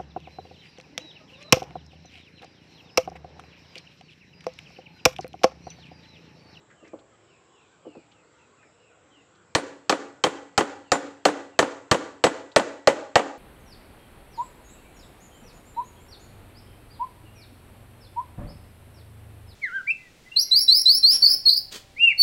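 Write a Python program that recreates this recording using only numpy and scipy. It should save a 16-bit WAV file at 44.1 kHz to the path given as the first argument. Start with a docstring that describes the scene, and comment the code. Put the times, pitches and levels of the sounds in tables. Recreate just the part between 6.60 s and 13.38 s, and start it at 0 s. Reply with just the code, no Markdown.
"""A wooden engine mount is hammered into a small plank boat outdoors, heard from close by.
First the block is nudged into place by hand, with soft double contacts and scratching grit, while birds
peep faintly. Then a claw hammer gives it twelve hard blows: decaying hull resonances and noise boom and crack,
the block jumps and lands again, steel pings as short sine tones, and the yard answers with scattered echo.
The birds are swept sine tones; under everything lies a quiet hush of wavering noise bands."""
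import sys
import numpy as np
from scipy import signal
from scipy.fft import rfft, irfft
from scipy.io import wavfile

SR = 44100
rng = np.random.default_rng(int(sys.argv[2]) if len(sys.argv) > 2 else 0)


def log_audio(samples):
    """Write samples as a 16-bit WAV file to the path given in sys.argv[1]."""
    # one column per channel
    frames = np.atleast_2d(samples).T
    # limit to full scale, then quantise
    limited = np.clip(frames, -1, 1)
    pcm = np.round(limited * 32767).astype(np.int16)
    wavfile.write(sys.argv[1], SR, pcm)


N = 298998
RING_S = 0.4  # length of each contact sound
T = np.arange(int(RING_S * SR)) / SR


def undb(db):
    """Decibels to gain."""
    return 10 ** (np.asarray(db) / 20)


def fade(t60):
    """Free decay, 60 dB down after t60 seconds."""
    return np.exp(-np.log(1000) * T / max(t60, 1e-3))


def unit(x):
    """Scale to rms 1."""
    return x / np.sqrt(np.mean(x ** 2))


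def add(track, s, sound):
    """Mix a sound in at s seconds, cutting it where the track ends."""
    i = int(round(s * SR))
    track[i:i + len(sound)] += sound[:len(track) - i]


def lowpass(x, hz, order=2):
    """Dull everything above hz."""
    return signal.sosfilt(signal.butter(order, min(hz, SR / 2 - 100), fs=SR, output="sos"), x)


def bandpass(x, hz, width_hz):
    """One resonance, gain 1 at its centre."""
    return signal.lfilter(*signal.iirpeak(hz, hz / width_hz, fs=SR), x)


def at_pitch(wanted_hz, table_hz, values):
    """Read a table column at any pitch, interpolating along log frequency."""
    return np.interp(np.log(wanted_hz), np.log(table_hz), values)


def noise_bands(size, count):
    """Centres and unit noises of adjoining bands across the audible range."""
    edges = np.geomspace(30, 17000, count + 1)
    hz = np.arange(size // 2 + 1) * SR / size
    spectrum = rfft(rng.standard_normal(size))
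    bands = [unit(irfft(spectrum * (hz >= lo) * (hz < hi), size)) for lo, hi in zip(edges, edges[1:])]
    return np.sqrt(edges[1:] * edges[:-1]), np.array(bands)


def build_up(hz, rise_s):
    """Bending waves are slower at low pitch, so the lows swell later; rise_s holds at 1000 Hz."""
    return 1 - np.exp(-(T / (rise_s * (1000 / hz) ** 0.63)) ** 2)


# Hammer blows on the block. Each row: start in seconds, strength in dB, bottom thud in dB, crack in dB,
# delay of the rebound in seconds, rebound in dB; thud, crack and rebound are relative to the strength.
BLOWS = [(2.9503, -5.5, -4, 5, 0.032, -14), (3.2954, -4, -28, 4.5, .029, -2.5),
         (3.6386, -3.5, -20, 1.5, 0.028, -8), (3.9777, -1.5, -9, -1, .03, -6),
         (4.3179, -1.5, -15, -2.5, 0.036, -13.5), (4.6528, -1, -22, -1.5, .033, -11),
         (4.9902, -.5, -14, -1.5, .036, -8.5), (5.313, 0, -3.5, -1.5, 0.032, -10),
         (5.6393, -0.5, -11, -1, .027, -7.5), (5.9611, -.5, -10, 1.5, .035, -9),
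         (6.273, -2.5, -13.5, 2, 0.026, -11.5), (6.556, -4, -3, 6, .037, -7.5)]
# Steel that pings when a blow lands off centre. Each row: start in seconds, pitch in Hz, level in dB.
PINGS = [(2.95, 8800, -32.5), (4.3194, 7160, -23), (5.6399, 7822, -26), (5.962, 8830, -35),
         (5.9614, 7760, -37)]
# The block sinks home: its knock ends higher and stronger, its crack deepens.
# Each row: time in seconds, knock in Hz, knock boost in dB, crack in Hz.
SINKING = [(3.3, 540, -0.5, 4300), (3.63, 510, 0, 3170), (5.64, 510, 1.5, 3080), (5.96, 647, 6.5, 2570),
           (6.55, 720, 11.5, 2370)]
KNOCK_WIDTH_HZ, CRACK_WIDTH_HZ = 256, 1320
CRACK_BOOST_DB, TICK_DB = 2.05, -0.8  # resonance and first tick of a blow whose crack is 0 dB
SIDE_DELAY_S, SIDE_DB, SIDE_DULL_HZ = 0.0105, -2, 1010  # reflection from the boat's side
ECHO_DB, ECHO_PER_CRACK = -32, 0.33  # the yard's answer; a sharper crack carries further (dB per dB)
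PING_T60_S = 0.14


def hammering():
    """Each blow, its reflection from the boat's side and the block's rebound, then the yard's answer."""
    out = np.zeros(N)
    times, *tone = np.transpose(SINKING)
    for s, db, thud_db, crack_db, rebound_s, rebound_db in BLOWS:
        knock_hz, knock_db, crack_hz = (np.interp(s, times, column) for column in tone)
        hit = hull_modes(rise_s=0.0042) + hull_clatter()
        # how deep the block sits sets the knock; how squarely the face lands sets thud and crack
        hit = hit + (undb(knock_db) - 1) * bandpass(hit, knock_hz, KNOCK_WIDTH_HZ)
        hit = hit + (undb(crack_db + CRACK_BOOST_DB) - 1) * bandpass(hit, crack_hz, CRACK_WIDTH_HZ)
        blow = hit + planks() + undb(thud_db) * thud() + undb(crack_db + TICK_DB) * tick()

        reflection = lowpass(hull_clatter(crack_t60=0.0083, hold_s=0.0015), SIDE_DULL_HZ)
        add(blow, SIDE_DELAY_S, undb(SIDE_DB) * reflection)

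        # the block jumps and lands again, with less treble
        landing = undb(-3.0) * hull_modes(rise_s=0.0011) + undb(3.5) * hull_clatter(hold_s=0.0064)
        add(blow, rebound_s, undb(rebound_db) * lowpass(landing, 1250, order=1))

        add(out, s, undb(db) * blow)
        echo_db = db + ECHO_DB + ECHO_PER_CRACK * crack_db
        add(out, s, undb(echo_db) * scatter(YARD_COLOUR))
    for s, hz, db in PINGS:
        add(out, s, undb(db) * np.sin(2 * np.pi * hz * T) * fade(PING_T60_S))
    return out


# Block and planks ring together. Each row: pitch in Hz, level in dB, 60 dB decay in seconds;
# every contact shifts pitch and level a little.
MODES = [(149.7, -33.5, 0.16), (248.5, -31, 0.2), (296.8, -26, 0.21), (323.5, -15, 0.096),
         (424.5, -18.5, 0.13), (474.8, -18.5, 0.09), (505, -10, 0.061), (559.8, -19, 0.12),
         (633, -13.5, 0.044), (698, -24, 0.1), (758.6, -28.5, 0.15), (834, -11.5, 0.042),
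         (914, -23.5, 0.048), (1057, -24.5, 0.041), (1168.5, -11.5, 0.043), (1277.5, -16, 0.041),
         (1402, -30, 0.1), (1496, -30.5, 0.2), (1610, -28, 0.02), (1784, -16, 0.053), (1890, -25, 0.098),
         (2000, -27.5, 0.16), (2096, -59, 0.02), (2275, -7, 0.012), (2750, -47, 0.15), (2740, -17.5, 0.031),
         (3088, -10.5, 0.022), (3230, -29.5, 0.03), (4270, -7.5, 0.014), (4570, -55, 0.01)]


def hull_modes(detune=0.005, scatter_db=3.5, rise_s=0.003):
    """The strong resonances; each contact shares its energy among them a little differently."""
    out = 0
    chance = rng.standard_normal((len(MODES), 2))
    for k, ((hz, db, t60), (pitch_luck, level_luck)) in enumerate(zip(MODES, chance)):
        sign = (-1) ** k  # neighbouring modes start in opposite directions
        swing = sign * np.sin(2 * np.pi * hz * (1 + detune * pitch_luck) * T)
        out = out + undb(db + scatter_db * level_luck) * swing * fade(t60) * build_up(hz, rise_s)
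    return out


# The hull's countless overlapping modes. Each row: pitch in Hz, crack in dB, ring in dB,
# 60 dB decay of the ring in seconds.
HULL_WOOD = [(40, -70, -86, .05), (114, -54, -48, 0.036), (201, -44.5, -38, 0.14), (510, -22.5, -27, 0.041),
             (990, -20, -29, 0.13), (2030, -25, -35, 0.11), (3220, -24.5, -37.5, 0.18),
             (5050, -21.5, -42.5, 0.14), (7530, -25.5, -32.5, 0.13), (8860, -40, -43.5, 0.17),
             (11770, -45.5, -56.5, 0.14), (16000, -48.5, -60.5, .15)]


def hull_clatter(crack_t60=0.027, rise_s=0.00086, hold_s=0.0087):
    """A sharp crack, then a dense ring that holds while the waves cross the hull; new noise at every contact."""
    centres, bands = noise_bands(len(T), count=44)
    hz, *columns = np.transpose(HULL_WOOD)
    crack_db, ring_db, ring_t60 = (at_pitch(centres, hz, column) for column in columns)
    snap = fade(crack_t60)
    late = np.maximum(T - hold_s, 0)
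    out = 0
    for k, band in enumerate(bands):
        ring = undb(ring_db[k]) * np.exp(-np.log(1000) * late / ring_t60[k])
        out = out + band * (undb(crack_db[k]) * snap + ring) * build_up(centres[k], rise_s)
    return out


# Planks that go on singing faintly after a blow. Each row: pitch in Hz, level in dB, 60 dB decay in seconds
# before the closing taper; every blow shifts pitch and level a little.
PLANKS = [(97.7, -63, 4.1), (282, -34, 0.9), (536, -35.5, 0.36), (1380, -50.5, 0.69), (1410, -44, 0.18),
          (1770, -56.5, 1.07), (1950, -49, 1.1), (1970, -42, 0.34)]


def planks(detune=0.0033, scatter_db=2):
    """Lightly damped resonances that outlast the knock, tapered to silence at the end of the contact sound."""
    out = 0
    chance = rng.standard_normal((len(PLANKS), 3))
    for (hz, db, t60), (pitch_luck, level_luck, phase) in zip(PLANKS, chance):
        swing = np.sin(2 * np.pi * (hz * (1 + detune * pitch_luck) * T + phase))
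        out = out + undb(db + scatter_db * level_luck) * swing * fade(t60) * build_up(hz, 0.0049)
    return out * (1 - (T / RING_S) ** 4)


def thud(hz=118, t60=0.03):
    """The bottom planks give way under the blow and swing back once or twice."""
    return np.sin(2 * np.pi * hz * T) * fade(t60) * build_up(hz, 0.00092)


def tick(hz=4300, t60=0.0012):
    """The first instant of steel meeting wood."""
    return lowpass(np.sin(2 * np.pi * hz * T) * fade(t60), 7450, order=4)


# The block is nudged, touches with one edge and drops flat.
# Each row: start in seconds, touch in dB, drop in dB.
NUDGES = [(.209, -49, -29), (.25, -42, -32), (.333, -24.5, -31), (1.25, -33.5, -19), (1.351, -31.5, -22.5),
          (2.032, -56, -41)]
# Grit scraping under the block. Each row: start in seconds, level in dB, centre in Hz.
SCRAPES = [(.097, -55, 1600), (.243, -56.5, 1940), (.269, -60, 1880), (.276, -63, 5500), (.387, -63, 3400),
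           (1.514, -59, 3130), (2.019, -59, 1650), (2.751, -66, 4000), (5.915, -54.5, 3640)]
TOUCH_HZ, DROP_HZ, DROP_AFTER_S = 740, 352, 0.016  # each contact is dull above its pitch
SCRAPE_CYCLES = 39  # a scrape peaks after half this many cycles, so fine grit is over sooner


def seating():
    """Soft contacts reach mainly the low modes; grit scratches as narrow noise that swells and fades."""
    out = np.zeros(N)
    for s, touch_db, drop_db in NUDGES:
        for at, db, dull_hz in (s, touch_db, TOUCH_HZ), (s + DROP_AFTER_S, drop_db, DROP_HZ):
            contact = hull_modes(rise_s=0.00044) + undb(1.0) * hull_clatter()
            add(out, at, undb(db) * lowpass(contact, dull_hz, order=3))
    for s, db, hz in SCRAPES:
        width_hz = 0.54 * hz
        grit = bandpass(bandpass(rng.standard_normal(len(T)), hz, width_hz), hz, width_hz)
        grit = unit(lowpass(grit, 8500, order=6))
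        age = 2 * T * hz / SCRAPE_CYCLES
        add(out, s, undb(db) * grit * age * np.exp(1 - age))
    return out


# A bird's falling peeps. Each row: start in seconds, length in seconds, starting pitch in Hz, level in dB.
PEEPS = [(0.125, 0.26, 3260, -63), (.66, 0.15, 3040, -62.5), (.9, 0.21, 3160, -63),
         (1.212, 0.26, 3300, -60.5), (1.52, 0.12, 2930, -65), (1.762, 0.12, 2900, -63),
         (1.961, 0.14, 2750, -61.5), (2.182, 0.18, 3000, -64), (2.491, 0.16, 3290, -59),
         (4.24, 0.094, 3030, -61), (4.897, .12, 2950, -63)]
# a more distant bird pips on a lower note, once at a random moment of each time slot
PIPS_PER_S, PIP_HZ, PIP_SPREAD_OCT, PIP_S, PIP_DB = 2.3, 1430, 0.191, 0.072, -62.5
DROOP_OCT_PER_S = 2.3


def birds():
    """One bird peeps over and over; another pips lower and further off."""
    out = np.zeros(N)
    for s, length, start_hz, db in PEEPS:
        add(out, s, undb(db) * whistle(length, start_hz))
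    for k, (when, pitch) in enumerate(rng.random(size=(30, 2))):
        pip = whistle(PIP_S, PIP_HZ * 2 ** (PIP_SPREAD_OCT * (2 * pitch - 1)))
        s = (k + when) / PIPS_PER_S
        if s < N / SR:
            add(out, s, undb(PIP_DB) * pip)
    return out


def whistle(length, start_hz, waver=0.0337, waver_hz=154):
    """A thin, wavering note that swells, fades and droops at a steady rate."""
    wavering = 1 + waver * unit(lowpass(rng.standard_normal(len(T)), waver_hz))
    hz = start_hz * 2 ** (-DROOP_OCT_PER_S * T) * wavering
    swell = np.sin(np.pi * np.minimum(T / length, 1))
    return swell * np.sin(2 * np.pi * np.cumsum(hz) / SR)


# Colour of the yard's answer to a blow. Each row: pitch in Hz, relative level in dB.
YARD_COLOUR = [(59, -55), (100, -25), (210, -15), (283, 1.5), (406, -2), (535, 3.5), (648, -17.5),
               (872, -12), (1230, -17.5), (1390, -8.5), (1910, -15.5), (2420, -19), (5420, -27.5),
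               (7290, -23.5), (16000, -103)]
# the yard's echo swells, sags while the near walls answer, then dies away
YARD_ATTACK_S, YARD_HOLD_S, YARD_SAG_DB_PER_S, YARD_RELEASE_DB_PER_S = 0.027, 0.13, 39, 130


def scatter(colour, uneven_db=4):
    """Countless small echoes from the ground, plants and walls around the boat, with a (Hz, dB) colour."""
    size = SR * 3 // 4
    t = np.arange(size) / SR
    echoes = rng.standard_normal(size) * undb(uneven_db * rng.standard_normal(size))
    hz, db = np.transpose(colour)
    bins_hz = 1 + np.arange(size // 2 + 1) * SR / size  # 1 Hz up, to keep the logarithm finite
    coloured = unit(irfft(rfft(echoes) * undb(at_pitch(bins_hz, hz, db)), size))
    sag_db = YARD_SAG_DB_PER_S * np.minimum(t, YARD_HOLD_S)
    release_db = YARD_RELEASE_DB_PER_S * np.maximum(t - YARD_HOLD_S, 0)
    return coloured * np.minimum(t / YARD_ATTACK_S, 1) * undb(-sag_db - release_db)


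def yard(x, db):
    """The yard returns a sound with its pitches kept, the highs softened."""
    echo = scatter([(300, -4.0), (800, 9.5), (3000, -1.5), (12000, -6.0)])
    echo = echo / np.sqrt(np.sum(echo ** 2))
    return undb(db) * signal.fftconvolve(x, echo)[:N]


# Colour of the outdoor hush. Each row: pitch in Hz, relative density in dB per Hz.
AIR_COLOUR = [(18, -68), (30, -48), (56, -9.5), (114, -1), (239, -7), (326, -2), (526, -4), (579, -6.5),
              (1430, -10), (2150, -16), (2860, -16.5), (3630, -20.5), (6440, -29), (7620, -19), (9000, -43),
              (11700, -77), (19800, -120)]
AIR_DB = -60  # rms of the hush before its top is cut


def air(flicker_db=3.0, hiss_db=-72, edge_hz=8000):
    """Quiet outdoor hush that wavers a little, with a narrow high hiss on top."""
    centres, bands = noise_bands(N, count=40)
    hz, db = np.transpose(AIR_COLOUR)
    levels = at_pitch(centres, hz, db) + 10 * np.log10(centres)  # wider bands hold more power
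    hush = 0
    for band, band_db in zip(bands, levels):
        steps = rng.standard_normal(size=50)
        flicker = np.interp(np.linspace(0, len(steps) - 1, N), np.arange(len(steps)), steps)
        hush = hush + band * undb(band_db + flicker_db * flicker)
    hiss = unit(bandpass(bandpass(rng.standard_normal(N), 7620, 970), 7620, 970))
    return lowpass(undb(AIR_DB) * unit(hush) + undb(hiss_db) * hiss, edge_hz, order=16)


def scene():
    """Boat close by; the birds are further off and heard partly by their echo."""
    blows, small, peeps = hammering(), seating(), birds()
    echoes = yard(blows, db=-26.5) + yard(small, db=-21.5) + yard(peeps, db=-12.5)
    return (blows + small + peeps + echoes + air())[None]


def record(dry, low_hz=42, top_hz=15700):
    """The microphone drops the deepest bass; the recorder rounds the hardest peaks and cuts the top."""
    no_rumble = signal.sosfilt(signal.butter(2, low_hz, "high", fs=SR, output="sos"), dry)
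    rounded = np.tanh(no_rumble)
    return signal.sosfilt(signal.ellip(8, 0.2, 70, top_hz, fs=SR, output="sos"), rounded)


dry = scene()
out = record(dry)
log_audio(out)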